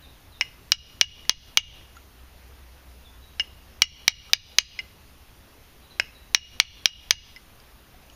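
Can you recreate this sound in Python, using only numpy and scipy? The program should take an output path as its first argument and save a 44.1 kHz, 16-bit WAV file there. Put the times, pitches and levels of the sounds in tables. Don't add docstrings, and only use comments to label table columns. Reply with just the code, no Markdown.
import sys
import numpy as np
from scipy import signal
from scipy.io import wavfile
from scipy.ndimage import uniform_filter1d, minimum_filter1d

SR = 44100
rng = np.random.default_rng(int(sys.argv[2]) if len(sys.argv) > 2 else 0)


def wav_record(signal):
    frames = np.transpose(np.atleast_2d(signal))
    bounded = np.clip(frames, -1, 1)
    quanta = np.round(bounded * 32767).astype(np.int16)
    wavfile.write(sys.argv[1], SR, quanta)


N = 359415


def gain_of(db):
    return 10 ** (np.asarray(db) / 20)


def unit_rms(x):
    return x / np.sqrt(np.mean(x ** 2) + 1e-20)


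def curve_at(points, hz):
    point_hz, value = np.transpose(points)
    return np.interp(np.log(hz + 1), np.log(point_hz + 1), value)


def add(mix, start_s, sound):
    part = mix[round(start_s * SR):][:len(sound)]
    part += sound[:len(part)]


def resonance(x, hz, width_hz):
    return signal.lfilter(*signal.iirpeak(hz, hz / width_hz, SR), x)


def bandpass(x, low_hz, high_hz):
    return signal.sosfilt(signal.butter(3, [low_hz, high_hz], "bandpass", fs=SR, output="sos"), x)


# frequency in Hz, relative noise density in dB.
TRAFFIC_SPECTRUM = [(15, -11.5), (25, 0.5), (71, -6), (240, -14), (350, -18.5), (539, -20), (744, -20.5),
                    (2070, -24.5), (2370, -25), (2710, -23), (2940, -25), (6590, -31.5), (7750, -37.5),
                    (11000, -29.5), (15600, -33.5)]

def far_traffic():
    frames, hz = N // 256 + 5, np.fft.rfftfreq(1024, 1 / SR)
    real, imag, patches = rng.standard_normal((frames, 513, 3)).T
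    patches = unit_rms(uniform_filter1d(uniform_filter1d(patches, size=12, axis=0), size=10, axis=1))
    density_db = curve_at(TRAFFIC_SPECTRUM, hz)[:, None] + 1.2 * patches
    spectra = (real + 1j * imag) * gain_of(density_db) * (hz < 15400)[:, None]
    return gain_of(-51) * unit_rms(signal.istft(spectra, nperseg=1024, noverlap=768)[1][:N])


# time in seconds, RMS level in dB.
ENGINE_LEVELS = [(0, -58), (1.8, -60), (2.2, -52), (3.1, -50), (3.9, -55), (5.1, -62.5), (8.15, -63.5)]

def engine_hum():
    time_s, db = np.transpose(ENGINE_LEVELS)
    drift, swell = (unit_rms(resonance(resonance(rng.standard_normal(N), 3, 6), 3, 6)) for _ in range(2))
    hz = 63.5 + 3.7 * drift
    drone = (1 + .24 * swell) * np.sin(2 * np.pi * np.cumsum(hz) / SR)
    return gain_of(np.interp(np.arange(N) / SR, time_s, db)) * unit_rms(drone)


# start in seconds, level in dB, start and end pitch in Hz, length in seconds.
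CHIRPS_AND_SQUEAKS = [(0.017, -51.5, 4260, 3590, 0.05), (0.05, -63, 3060, 2320, 0.025),
                      (0.312, -54.5, 4400, 3480, 0.075), (0.344, -70.5, 3150, 2300, 0.029),
                      (0.557, -74.5, 7800, 7400, 0.16), (1.95, -59, 6000, 6960, .03),
                      (3.045, -52.5, 3980, 3370, 0.043), (3.216, -55.5, 4060, 3800, 0.051),
                      (5.809, -61, 4150, 3870, 0.076), (5.902, -52, 4360, 3870, 0.033),
                      (6.144, -52.5, 4130, 3820, 0.04), (8.11, -61, 6000, 6850, 0.056)]

def chirp_or_squeak(db, start_hz, end_hz, length_s):
    progress = np.linspace(0, 1, round(length_s * SR))
    hz = end_hz + (start_hz - end_hz) * np.exp(-progress / .33)
    hz += 400 * uniform_filter1d(rng.standard_normal(len(hz)), size=60)
    waver = 1 + .4 * np.sin(2 * np.pi * (85 * progress * length_s + rng.random()))
    whistle = np.sin(2 * np.pi * np.cumsum(hz) / SR)
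    return gain_of(db) * waver * whistle * signal.windows.tukey(len(hz), .5)


# frequency in Hz, reverb T60 in seconds.
YARD_DECAY = [(500, 0.15), (2000, 0.42), (3000, 0.68), (6000, 0.46), (9000, 0.13)]

def yard_reverb(x):
    impulses = np.zeros((3, SR))
    arrivals = np.arange(300, SR - 20, 20) + rng.integers(0, 20, (3, (SR - 301) // 20))
    np.put_along_axis(impulses, arrivals, rng.choice([-1., 1.], arrivals.shape), 1)
    hz, t, spectra = signal.stft(impulses, SR, nperseg=256)
    decay = gain_of(-60 * t / curve_at(YARD_DECAY, hz)[:, None])
    tails = signal.istft(spectra * decay, SR, nperseg=256)[1]
    tails /= np.linalg.norm(tails[0])
    turns = np.arange(N) / SR * 1.3 + np.arange(3)[:, None] / 3
    crossfade = np.sqrt(2 / 3) * np.cos(2 * np.pi * turns)
    return signal.fftconvolve(x * crossfade, tails, axes=1).sum(0)[:N]


# delay in seconds, gain in dB.
NEAR_ECHOES = [(.0013, -11.5), (.0031, -13), (.0052, -22.5)]

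def with_near_echoes(x):
    near = x.copy()
    for delay_s, db in NEAR_ECHOES:
        add(near, delay_s, gain_of(db) * x)
    return near


# start in seconds, level in dB, ring frequency in Hz, T60 in seconds.
PUNCH_NUDGES = [(1.252, -39.5, 2040, 0.026), (1.812, -48, 2014, 0.033), (1.968, -38, 1380, 0.041),
                (4.298, -40.5, 1294, 0.029), (7.601, -38.5, 4800, 0.0042), (7.945, -50, 743, 0.058),
                (8.099, -41, 2920, 0.016)]

def punch_nudge(db, hz, t60_s):
    t = np.arange(3000) / SR
    tick = .83 * bandpass(rng.standard_normal(len(t)), 900, 6500) * np.exp(-t / .002)
    ring = gain_of(-60 * t / t60_s) * np.sin(2 * np.pi * hz * t)
    return gain_of(db) * (tick + ring)


# frequency in Hz, relative level in dB, base T60 in seconds.
PLANK_MODES = [(450, -26, .01), (800, -17, .01), (1290, -16, .018), (1750, -12, .025)]
CORE_MODES = [(2245, -9, .03), (2410, -4, .013), (2620, -7, .012)]
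PUNCH_TIP_MODES = [(2050, -10, .065)]
PUNCH_RING_MODES = [(2855, -11, .085), (2905, -3, .016), (2868, -35, .45)]
PUNCH_OVERTONES = [(5160, -6, .013), (5400, -14, .05), (5620, 0, .02), (6000, -7, .009), (6715, -24, .06)]
WEDGED_PUNCH_MODES = [(4900, -4.5, 0.024), (6254, -4, .012)]
HAMMER_FACE_MODES = [(3330, -3, .012), (3790, -4, .012), (4250, -6, .01), (4720, -5, .011), (4600, 7, .003)]
HAMMER_HEAD_MODES = [(9660, -27.5, 0.038), (14200, -39.5, .05)]

def strike(peak_db, *, plank_db, tip_db, core_db, ring_db, hammer_db, overtone_db, wedged_db,
           rattle_db, t60_scale, overtone_ratio=1):
    t = np.arange(16000) / SR
    overtones = [(hz * overtone_ratio, db, t60_s) for hz, db, t60_s in PUNCH_OVERTONES]
    parts = [(plank_db, PLANK_MODES), (tip_db, PUNCH_TIP_MODES), (core_db, CORE_MODES),
             (ring_db, PUNCH_RING_MODES), (hammer_db, HAMMER_FACE_MODES), (overtone_db, overtones),
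             (hammer_db, HAMMER_HEAD_MODES), (wedged_db, WEDGED_PUNCH_MODES)]
    sound = np.zeros(len(t))
    for part_db, modes in parts:
        for k, (hz, db, t60_s) in enumerate(modes):
            spot_db, detune, phase_rad = rng.standard_normal(3) * [1.5, .003, .5]
            envelope = gain_of(part_db + db + spot_db - 60 * t / (t60_s * t60_scale))
            polarity = -(-1) ** k
            sound += polarity * envelope * np.sin(2 * np.pi * hz * (1 + detune) * t + phase_rad)
    sound *= 1 - np.exp(-t / .00012)
    grip_s = .007
    flutter = unit_rms(uniform_filter1d(rng.standard_normal(len(t)), round(grip_s * SR)))
    sound *= 1 + flutter * (1 - np.exp(-t / grip_s))
    rattle = rng.standard_normal(len(t)) * gain_of(-60 * t / .09) * (1 - np.exp(-t / .008))
    sound += gain_of(rattle_db) * signal.fftconvolve(sound, rattle)[:len(t)] / np.linalg.norm(rattle)
    sound = bandpass(sound, 330, 13000)
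    return gain_of(peak_db) * sound / abs(sound).max()


# start in seconds, peak in dB, relative plank, tip, core and punch ring levels in dB, T60 scale.
LIGHT_TAPS = [(0.4102, -4.5, -0.5, 5, 9, 4, 0.59), (3.397, -11.5, 4.5, -3.5, 1, 10, .7),
              (4.7899, -16.5, -23, 11, 5.5, 5.5, 0.67), (5.9984, -2, 2, -17, 9, 2.5, 0.37),
              (7.362, -31, -20, 14, -2, 1, .8)]

def light_tap(peak_db, plank_db, tip_db, core_db, ring_db, t60_scale):
    first = strike(peak_db, plank_db=plank_db, tip_db=tip_db, core_db=core_db, ring_db=ring_db,
                   hammer_db=-7, overtone_db=-2, wedged_db=-21.5, rattle_db=-21.5,
                   t60_scale=t60_scale, overtone_ratio=.93)
    both = first.copy()
    add(both, start_s=.0019, sound=gain_of(-11) * first)
    return both * abs(first).max() / abs(both).max()


# start in seconds, peak in dB, punch depth from 0 to 1, relative punch ring level in dB.
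HARD_BLOWS = [(0.7195, 6, 0, 3), (1.0118, 7, 0.4, 6), (1.2950, 9, 0.91, -4), (1.5729, 9, .9, 1),
              (3.8198, 8.5, 0.09, 3.5), (4.0797, 8, .3, 1.5), (4.3333, 9, .8, -2), (4.5850, 9, 1, -2.5),
              (6.347, 9, .1, 0.5), (6.6001, 9.5, 0.4, -3), (6.8569, 7.5, 0.2, 3), (7.1083, 8, 0.99, -3.5)]

def hard_blow(peak_db, depth, ring_db):
    def by_depth(seated, sunk):
        return seated + (sunk - seated) * depth

    return strike(peak_db, plank_db=-1, core_db=-.5, ring_db=ring_db, rattle_db=-12.5,
                  tip_db=by_depth(-6.5, -9.5), overtone_db=by_depth(0, -11.5),
                  hammer_db=by_depth(-2.5, 0), wedged_db=by_depth(-14, .5), t60_scale=by_depth(.72, .78))


def scene():
    steel, glides = np.zeros(N), np.zeros(N)
    for events, source in (HARD_BLOWS, hard_blow), (LIGHT_TAPS, light_tap), (PUNCH_NUDGES, punch_nudge):
        for start_s, *settings in events:
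            add(steel, start_s, source(*settings))
    for start_s, *settings in CHIRPS_AND_SQUEAKS:
        add(glides, start_s, chirp_or_squeak(*settings))
    reverb = yard_reverb(gain_of(-26.5) * steel + gain_of(-6) * glides)
    return (with_near_echoes(steel) + glides + reverb + far_traffic() + engine_hum())[None]


def ducking_db(x, attack_s=.0032, hold_s=.021, release_db_per_s=107):
    cut_db = np.clip(8 * (20 * np.log10(abs(x) + 1e-9) + 1), 0, 15)
    shift = round(hold_s * SR)
    cut_db = -minimum_filter1d(-cut_db, 2 * shift + 1, origin=shift, mode="constant")
    ramp_db = np.arange(N) * release_db_per_s / SR
    cut_db = np.maximum.accumulate(cut_db + ramp_db) - ramp_db
    pole = np.exp(-1 / (attack_s * SR))
    return signal.lfilter([1 - pole], [1, -pole], cut_db)


# centre in Hz, width in Hz, depth from 0 to 1.
MIC_NOTCHES = [(7950, 810, 0.7), (11100, 490, .5)]

def record(dry):
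    split_hz, top_hz = 170, 16570
    bass = signal.sosfiltfilt(signal.butter(2, split_hz, fs=SR, output="sos"), dry[0])
    ducked = (dry[0] - bass) / gain_of(ducking_db(dry[0]))
    saturated = .93 * ducked / (1 + abs(ducked) ** 4) ** (1 / 4)
    x = bass + signal.sosfilt(signal.butter(2, split_hz, "highpass", fs=SR, output="sos"), saturated)
    for hz, width_hz, depth in MIC_NOTCHES:
        x = x - depth * resonance(x, hz, width_hz)
    return signal.oaconvolve(x, signal.firwin(511, top_hz, window=("kaiser", 9), fs=SR), "same")[None]


dry = scene()
out = record(dry)
wav_record(out)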